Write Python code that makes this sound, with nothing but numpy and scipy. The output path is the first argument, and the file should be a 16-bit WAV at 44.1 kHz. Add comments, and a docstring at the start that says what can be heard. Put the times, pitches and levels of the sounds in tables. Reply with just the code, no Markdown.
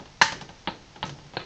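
"""In a small kitchen, minced meat sizzles softly in a skillet on a glass cooktop: noise and fat pops.
A metal spatula clangs once on the rim, heard as ringing tones (damped sines) and dense clatter.
Before and after the clang it knocks on the pan floor (clicks and short-lived tones);
it also scrapes in tiny slips and, late on, jabs the wall once. Fading noise gives contacts a short tail.
The pan thuds on the stove with each clang, knock and jab, over a low drone and the rub of pushed food."""
import sys
import numpy as np
from scipy import signal
from scipy.fft import rfft, irfft
from scipy.io import wavfile

SR = 44100
rng = np.random.default_rng(int(sys.argv[2]) if len(sys.argv) > 2 else 0)


def dump_mix(stems):
    """Bounce the given channels to the path in sys.argv[1] as a 16-bit WAV at rate SR."""
    frames = np.atleast_2d(stems).T  # one column per channel
    limited = np.clip(frames, -1, 1)  # hard clip at full scale
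    pcm = np.round(limited * 32767).astype(np.int16)
    wavfile.write(sys.argv[1], SR, pcm)


N = 63945  # length of the scene in samples
CUTOFF_HZ = 8700  # top of the microphone's band
RING_S = 0.7  # longest time any ringing is computed
STRIKE_RISE_CYCLES = 1  # build-up of the pan's ringing tones
TREBLE_EDGE_HZ = 4560

# In every table, t60 is the time a sound takes to fade by 60 dB.


def amp(db):
    """Turns decibels into a gain."""
    return 10 ** (np.asarray(db) / 20)


def unit(x):
    """Scales a sound to an average (rms) level of 1."""
    return x / np.sqrt(np.mean(x ** 2) + 1e-20)


def read(points, hz):
    """Reads a table between its points, with pitch on a logarithmic axis."""
    table_hz, value = np.transpose(points)
    return np.interp(np.log(hz + 1), np.log(table_hz), value)


def add(mix, s, sound):
    """Adds a sound into the mix at its time, cutting what runs past the end."""
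    part = mix[max(round(s * SR), 0):][:len(sound)]
    part += sound[:len(part)]


def at(s, sound):
    """Places a sound at its time in silence."""
    out = np.zeros(N)
    add(out, s, sound)
    return out


def click(points, size=4096):
    """Makes a click of energy 1 with the given spectrum and nothing before its start."""
    hz = np.abs(np.fft.fftfreq(size, 1 / SR))
    log_gain = np.log(amp(read(points, hz)))
    # The Hilbert transform finds the phase that packs the click at its start.
    spectrum = np.exp(np.conj(signal.hilbert(log_gain)))
    pulse = np.fft.ifft(spectrum).real[:size // 2]
    return pulse / np.linalg.norm(pulse)


def colour(x, points):
    """Filters a sound with the spectrum in a table."""
    return signal.fftconvolve(x, click(points))[:len(x)]


def treble(x, db, edge_hz=TREBLE_EDGE_HZ, order=10):
    """Dulls or brightens a sound above an edge by changing only its upper part."""
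    edge = min(edge_hz, CUTOFF_HZ)
    lowpass = signal.butter(order, edge, fs=SR, output="sos")
    low = signal.sosfiltfilt(lowpass, x, padtype=None)
    return low + amp(db) * (x - low)


def dense(points, t60s, count=10):
    """Imitates countless overlapping tones and echoes by noise whose bands die at their own speeds."""
    t = np.arange(0, RING_S, 1 / SR)
    noise = rfft(rng.choice([-1., 1.], len(t)))
    hz = np.fft.rfftfreq(len(t), 1 / SR)
    centres = np.geomspace(100, CUTOFF_HZ, count)
    total = np.zeros(len(t))
    for centre, weights in zip(centres, np.eye(count)):
        band = irfft(noise * np.interp(hz, centres, weights), len(t))
        t60 = read(t60s, centre) if np.ndim(t60s) else t60s
        total += band * np.exp(-np.log(1000) * t / t60)
    return colour(total, points)


def modes(rows, rise_cycles, flip=-1):
    """Sums damped sines that build up over some cycles; flip=-1 makes neighbours start oppositely."""
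    t = np.arange(0, RING_S, 1 / SR)
    total = np.zeros(len(t))
    for k, (hz, db, t60) in enumerate(rows):
        decay = np.exp(-np.log(1000) * t / t60)
        rise = 1 - np.exp(-hz * t / rise_cycles)
        total += np.sign(flip) ** k * amp(db) * decay * rise * np.sin(2 * np.pi * hz * t)
    return total


def grains(n, rate, spread_db):
    """Scatters tiny impulses of uneven size at random, scaled to rms 1."""
    happens = rng.random(n) < rate / SR
    sign = rng.choice([-1., 1.], n)
    size = amp(spread_db * np.minimum(rng.exponential(1, n), 4))
    return unit(happens * sign * size)


# Ringing tones of the skillet, with relative levels:
# (pitch [Hz], level at the strike [dB], level of the after-ring [dB], after-ring t60 [s])
PAN_TONES = [(563, -44, -36, 0.38), (846, -19, -29.5, .3), (892, -18, -23.5, .33), (973, -17.5, -31.5, .33),
             (1054, -17, -45, 0.1), (1208, -25, -31, .27), (1369, -22, -34, 0.28), (1552, -12.5, -31, 0.29),
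             (1720, -16, -30, 0.18), (1847, -17, -29, .33), (1780, -46.5, -38, 0.44),
             (2010, -15, -35, 0.092), (2880, -16.5, -48.5, .25), (4030, -18, -37, 0.22),
             (4220, -19, -34, 0.41), (5960, -35, -31.5, 0.19), (6140, -42.5, -33, 0.25)]


def pan_strike():
    """The skillet's tones at the blow, all dying quickly together."""
    strike_t60_s = 0.04
    rows = [(hz, db, strike_t60_s) for hz, db, _, _ in PAN_TONES]
    return modes(rows, STRIKE_RISE_CYCLES)


def pan_ring():
    """The skillet's lasting ring, each tone dying at its own speed."""
    rows = [(hz, db, t60) for hz, _, db, t60 in PAN_TONES]
    return modes(rows, STRIKE_RISE_CYCLES)


# Blade chattering on the rim, with the blade's own bending tone (its flex):
# (time [s], clash level [dB], flex pitch [Hz], flex level [dB], treble [dB])
CHATTER = [(0.2144, -11.5, 976, 0.5, -25), (0.2191, -12.5, 1660, -1.5, 2), (0.2235, -17, 1715, -24, 0)]
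# Colour of the rim's dense ringing: (pitch [Hz], relative level [dB])
RIM_COLOUR = [(40, -13.5), (140, -6.5), (350, -14.5), (520, -8.5), (660, -18), (900, -1), (1350, -6),
              (1750, -0.5), (2450, -11.5), (3000, -5), (3600, -11), (4200, -7), (4700, -9), (6200, -12.5),
              (7500, -20.5), (9000, -51.5)]
# How long the clang's tail lasts: (pitch [Hz], t60 [s])
RIM_T60 = [(100, 0.22), (900, 0.22), (2000, 0.41), (4500, 0.3), (8000, 0.38)]
CLANG_S, CLANG_DB, CLANG_THUD_DB = 0.2143, -0.5, -4
RIM_TAIL_DB, TAIL_RISE_S = -19.5, 0.0034
CHATTER_T60_S, FLEX_T60_S = 0.032, 0.014


def clang():
    """The blade hits the rim, chatters for a moment and leaves the pan's tones ringing."""
    tones = amp(CLANG_DB) * (pan_strike() + pan_ring())
    tail = amp(RIM_TAIL_DB) * dense(RIM_COLOUR, RIM_T60)
    tail *= 1 - np.exp(-np.arange(len(tail)) / SR / TAIL_RISE_S)
    out = at(CLANG_S, tones + tail + amp(CLANG_THUD_DB) * thud())
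    for s, db, flex_hz, flex_db, treble_db in CHATTER:
        clash = amp(db) * dense(RIM_COLOUR, CHATTER_T60_S)
        flex = modes([(flex_hz, flex_db, FLEX_T60_S)], STRIKE_RISE_CYCLES)
        out += treble(at(s, clash - flex), treble_db)  # the flex starts downwards
    return out


# Blade knocks on the pan floor; thud and pan ring are relative to the knock level:
# (time [s], level [dB], thud [dB], treble [dB], pan ring [dB], rebound delay [s], hardness [dB])
KNOCKS = [(0.0, -18.5, 6, -1.5, -13, 0.0073, -4.5), (0.057, -19.5, 1, -2.5, -23, .004, -2.5),
          (0.3227, -7, 0, 6.5, -17.5, 0.0052, 0.5), (0.4120, -10.5, 3, 3.5, -21.5, 0.0082, -2.5),
          (0.4910, -13.5, -0.5, -1.5, -13.5, 0.0051, -6.5), (0.6741, 2, 2, -31, -20.5, 0.0099, 0),
          (0.9607, -13.5, 0, -4, -32.5, 0.006, -7), (1.0290, 0, 2, -17, -25, .0092, 0),
          (1.0943, -13, 0, 3, -19, 0.0041, 0.5), (1.1870, -21.5, 5, -1, -14, 0.009, -3),
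          (1.336, -12.5, 0, -17, -21, 0.0051, -8)]
# The pan floor's tones, damped by the food: (pitch [Hz], relative level [dB], t60 [s])
FLOOR_TONES = [(553, -43, 0.21), (814, -30.5, 0.074), (824, -31.5, 0.049), (880, -12.5, 0.019),
               (1290, -36.5, 0.12), (1564, -35.5, .08), (1843, -46.5, 0.043), (2794, -29, .025),
               (3185, -11, 0.005)]
# Change of those tones at the softer second contact: (pitch [Hz], change [dB])
SOFT_CHANGE = [(100, 7), (1000, -0.5), (2000, -9), (3200, -5.5), (9000, -14)]
# Colour of the blade's tick: (pitch [Hz], relative level [dB])
TICK_COLOUR = [(60, -27.5), (300, -20), (600, -8.5), (900, -5.5), (1400, 5), (2200, -0.5), (3100, -4.5),
               (3700, -1.5), (4400, -10.5), (6500, -5.5), (9000, -27)]
# Colour of the pan's dull answer: (pitch [Hz], relative level [dB])
BODY_COLOUR = [(40, -16), (170, -1), (350, -1.5), (650, -2.5), (880, 1), (1150, -4), (2200, -7),
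               (3100, -8.5), (4200, -6.5), (6500, -16), (9000, -44)]
# How long the tail of a contact lasts: (pitch [Hz], t60 [s])
KNOCK_T60 = [(100, 0.89), (400, 0.35), (1000, 0.23), (3000, .27), (8000, 0.41)]
TICK_DB, BODY_DB, TAIL_DB = -10, -26, -34.5  # relative to the knock level
REBOUND_DB, REBOUND_SHARE = -32, 0.65  # dull answer; gain of the floor tones
BODY_T60_S, FLOOR_RISE_CYCLES = 0.048, 2.16
HARD_ABOVE_HZ = 1300  # hardness acts above this pitch


def knocks():
    """Each knock is a tick and the pan's food-damped answer; then a softer rebound and a stove thud."""
    out = np.zeros(N)
    floor, bump, ring = modes(FLOOR_TONES, FLOOR_RISE_CYCLES), thud(), pan_ring()
    soft_rows = [(hz, db + read(SOFT_CHANGE, hz), t60) for hz, db, t60 in FLOOR_TONES]
    soft_floor = REBOUND_SHARE * modes(soft_rows, FLOOR_RISE_CYCLES)
    for s, db, thud_db, treble_db, ring_db, rebound_s, hard_db in KNOCKS:
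        body = amp(BODY_DB) * dense(BODY_COLOUR, BODY_T60_S)
        tail = amp(TAIL_DB) * dense(BODY_COLOUR, KNOCK_T60)
        hit = floor + body + amp(ring_db) * ring + tail
        add(hit, 0, amp(TICK_DB) * click(TICK_COLOUR))
        soft_body = amp(REBOUND_DB) * dense(BODY_COLOUR, BODY_T60_S)
        add(hit, rebound_s, soft_body + soft_floor + amp(thud_db) * bump)
        knock = treble(at(s, amp(db) * hit), hard_db, HARD_ABOVE_HZ, order=2)
        out += treble(knock, treble_db)
    return out


# Colour of the jab on the pan wall: (pitch [Hz], relative level [dB])
JAB_COLOUR = [(40, -36), (140, 3.5), (230, -15.5), (340, 5), (600, -0.5), (900, 0.5), (1200, -13.5),
              (1650, 4), (2050, -18.5), (2400, -4.5), (3400, -12), (4300, 0.5), (4800, -30.5), (9000, -68)]
JAB_S = 1.3697
JAB_DB, JAB_RING_DB, JAB_TAIL_DB, JAB_THUD_DB = -2, -24.5, -35.5, -3.5


def jab():
    """A single dry, hollow clack on the pan wall: a click, short dense ringing, a tail and a thud."""
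    ringing = amp(JAB_RING_DB) * dense(JAB_COLOUR, BODY_T60_S)
    tail = amp(JAB_TAIL_DB) * dense(JAB_COLOUR, KNOCK_T60)
    answer = ringing + tail + amp(JAB_THUD_DB) * thud()
    add(answer, 0, amp(JAB_DB) * click(JAB_COLOUR))
    return at(JAB_S, answer)


# Scrapes along the pan: (start [s], length [s], level before colouring [dB], treble [dB])
SCRAPES = [(0.41, 0.026, -47, -4), (1.049, 0.052, -46.5, 2.5), (1.347, 0.018, -46.5, -25),
           (1.392, 0.034, -37.5, -40)]
# Colour of the scraping metal: (pitch [Hz], relative level [dB])
SCRAPE_COLOUR = [(60, -14.5), (300, -1.5), (900, -2), (1150, -1), (1700, -2.5), (2100, -2), (3000, -5.5),
                 (4200, -5.5), (6200, -4.5), (7500, -12.5), (9000, -40.5)]
SLIPS_PER_S, SLIP_SPREAD_DB = 1000, 3.5
SCRAPE_ROOM_DB = -7  # tail relative to the scrapes


def scrapes():
    """The blade edge sticks and slips along the metal, each slip a tiny impulse, with a short tail."""
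    out = np.zeros(N)
    for s, length, db, treble_db in SCRAPES:
        n = int(length * SR)
        swell = np.sin(np.pi * (np.arange(n) / n) ** 0.49)  # rises early, then fades
        stroke = amp(db) * grains(n, SLIPS_PER_S, SLIP_SPREAD_DB) * swell
        out += treble(at(s, stroke), treble_db)
    out = colour(out, SCRAPE_COLOUR)
    tail = dense(SCRAPE_COLOUR, KNOCK_T60)
    echo = signal.fftconvolve(out, tail / np.linalg.norm(tail))[:N]
    return out + amp(SCRAPE_ROOM_DB) * echo


# Tones of the pan bumping the stove: (pitch [Hz], relative level [dB], t60 [s])
THUD_TONES = [(81, -42, 0.12), (146.2, -46, .25), (176, -23, .05), (210, -44, 0.099), (333.7, -44.5, 0.23)]


def thud():
    """The skillet bumps the stove top: low damped tones that all start in the same direction."""
    return modes(THUD_TONES, rise_cycles=0.53, flip=1)


# How strongly the food is shoved across the pan: (time [s], level [dB])
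SHOVE_LEVEL = [(0, -45.5), (0.16, -67), (0.359, -44), (0.6, -66), (0.78, -53.5), (0.9, -64), (1.0, -59),
               (1.14, -47.5), (1.3, -62.5), (1.45, -51)]
# Dull colour of the rubbing food: (pitch [Hz], relative level [dB])
MUSH_COLOUR = [(30, -21.5), (70, -5.5), (200, -4.5), (380, -5.5), (600, -13), (900, -15), (1400, -28.5),
               (5000, -54.5)]


def food():
    """The meat rubs softly as the blade pushes it: dull noise that swells and sinks."""
    rubbing = unit(colour(rng.standard_normal(N), MUSH_COLOUR))
    return rubbing * amp(np.interp(np.arange(N) / SR, *np.transpose(SHOVE_LEVEL)))


# Colour of the sizzle and kitchen rumble together: (pitch [Hz], relative level [dB])
SIZZLE_COLOUR = [(15, -20.5), (25, 2), (88, -5.5), (154, -5.5), (292, -15.5), (539, -13), (707, -15),
                 (860, -10.5), (1070, -17.5), (1670, -17.5), (2800, -18), (3010, -18.5), (5300, -19.5),
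                 (6780, -24.5), (8880, -46.5), (11500, -57.5), (19500, -120)]
# Colour of each fat pop: (pitch [Hz], relative level [dB])
POP_COLOUR = [(100, -18), (1000, 3), (3000, -3.5), (6000, 0), (9000, -31.5)]
SIZZLE_DB, POPS_DB, POPS_PER_S = -52, -64.5, 1200  # pops level is before colouring


def frying():
    """Steady sizzle and kitchen rumble as one coloured noise, with tiny random pops of fat."""
    hiss = amp(SIZZLE_DB) * unit(colour(rng.standard_normal(N), SIZZLE_COLOUR))
    pops = colour(grains(N, POPS_PER_S, spread_db=9.0), POP_COLOUR)
    return hiss + amp(POPS_DB) * pops


# The stove top's drone as the pan is pushed about: (time [s], level [dB])
DRONE_LEVEL = [(0, -60), (0.402, -52.5), (0.621, -65.5), (0.9, -62), (1.1, -45), (1.25, -53), (1.45, -72)]
DRONE_HZ, DRONE_WIDTH_HZ = 145, 17.3  # the width is from the centre to half amplitude


def drone():
    """The stove top resonates under the moving pan: a narrow band of low noise."""
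    hz = np.fft.rfftfreq(N, 1 / SR)
    phase = np.exp(2j * np.pi * rng.random(len(hz)))
    band = phase / (1 + ((hz - DRONE_HZ) / DRONE_WIDTH_HZ) ** 2)
    level = amp(np.interp(np.arange(N) / SR, *np.transpose(DRONE_LEVEL)))
    return unit(irfft(band, N)) * level


def scene():
    """Adds all the sounds together at one microphone."""
    return (clang() + knocks() + jab() + scrapes() + food() + frying() + drone())[None]


OVERLOAD = 1  # level at which the microphone saturates


def record(dry):
    """A small microphone rounds off the loudest peaks and passes only a narrow band."""
    rounded = OVERLOAD * np.tanh(dry / OVERLOAD)
    lowpass = signal.firwin(301, CUTOFF_HZ, window=("kaiser", 8), fs=SR)
    return signal.oaconvolve(rounded, lowpass[None], "same")


dry = scene()
out = record(dry)
dump_mix(out)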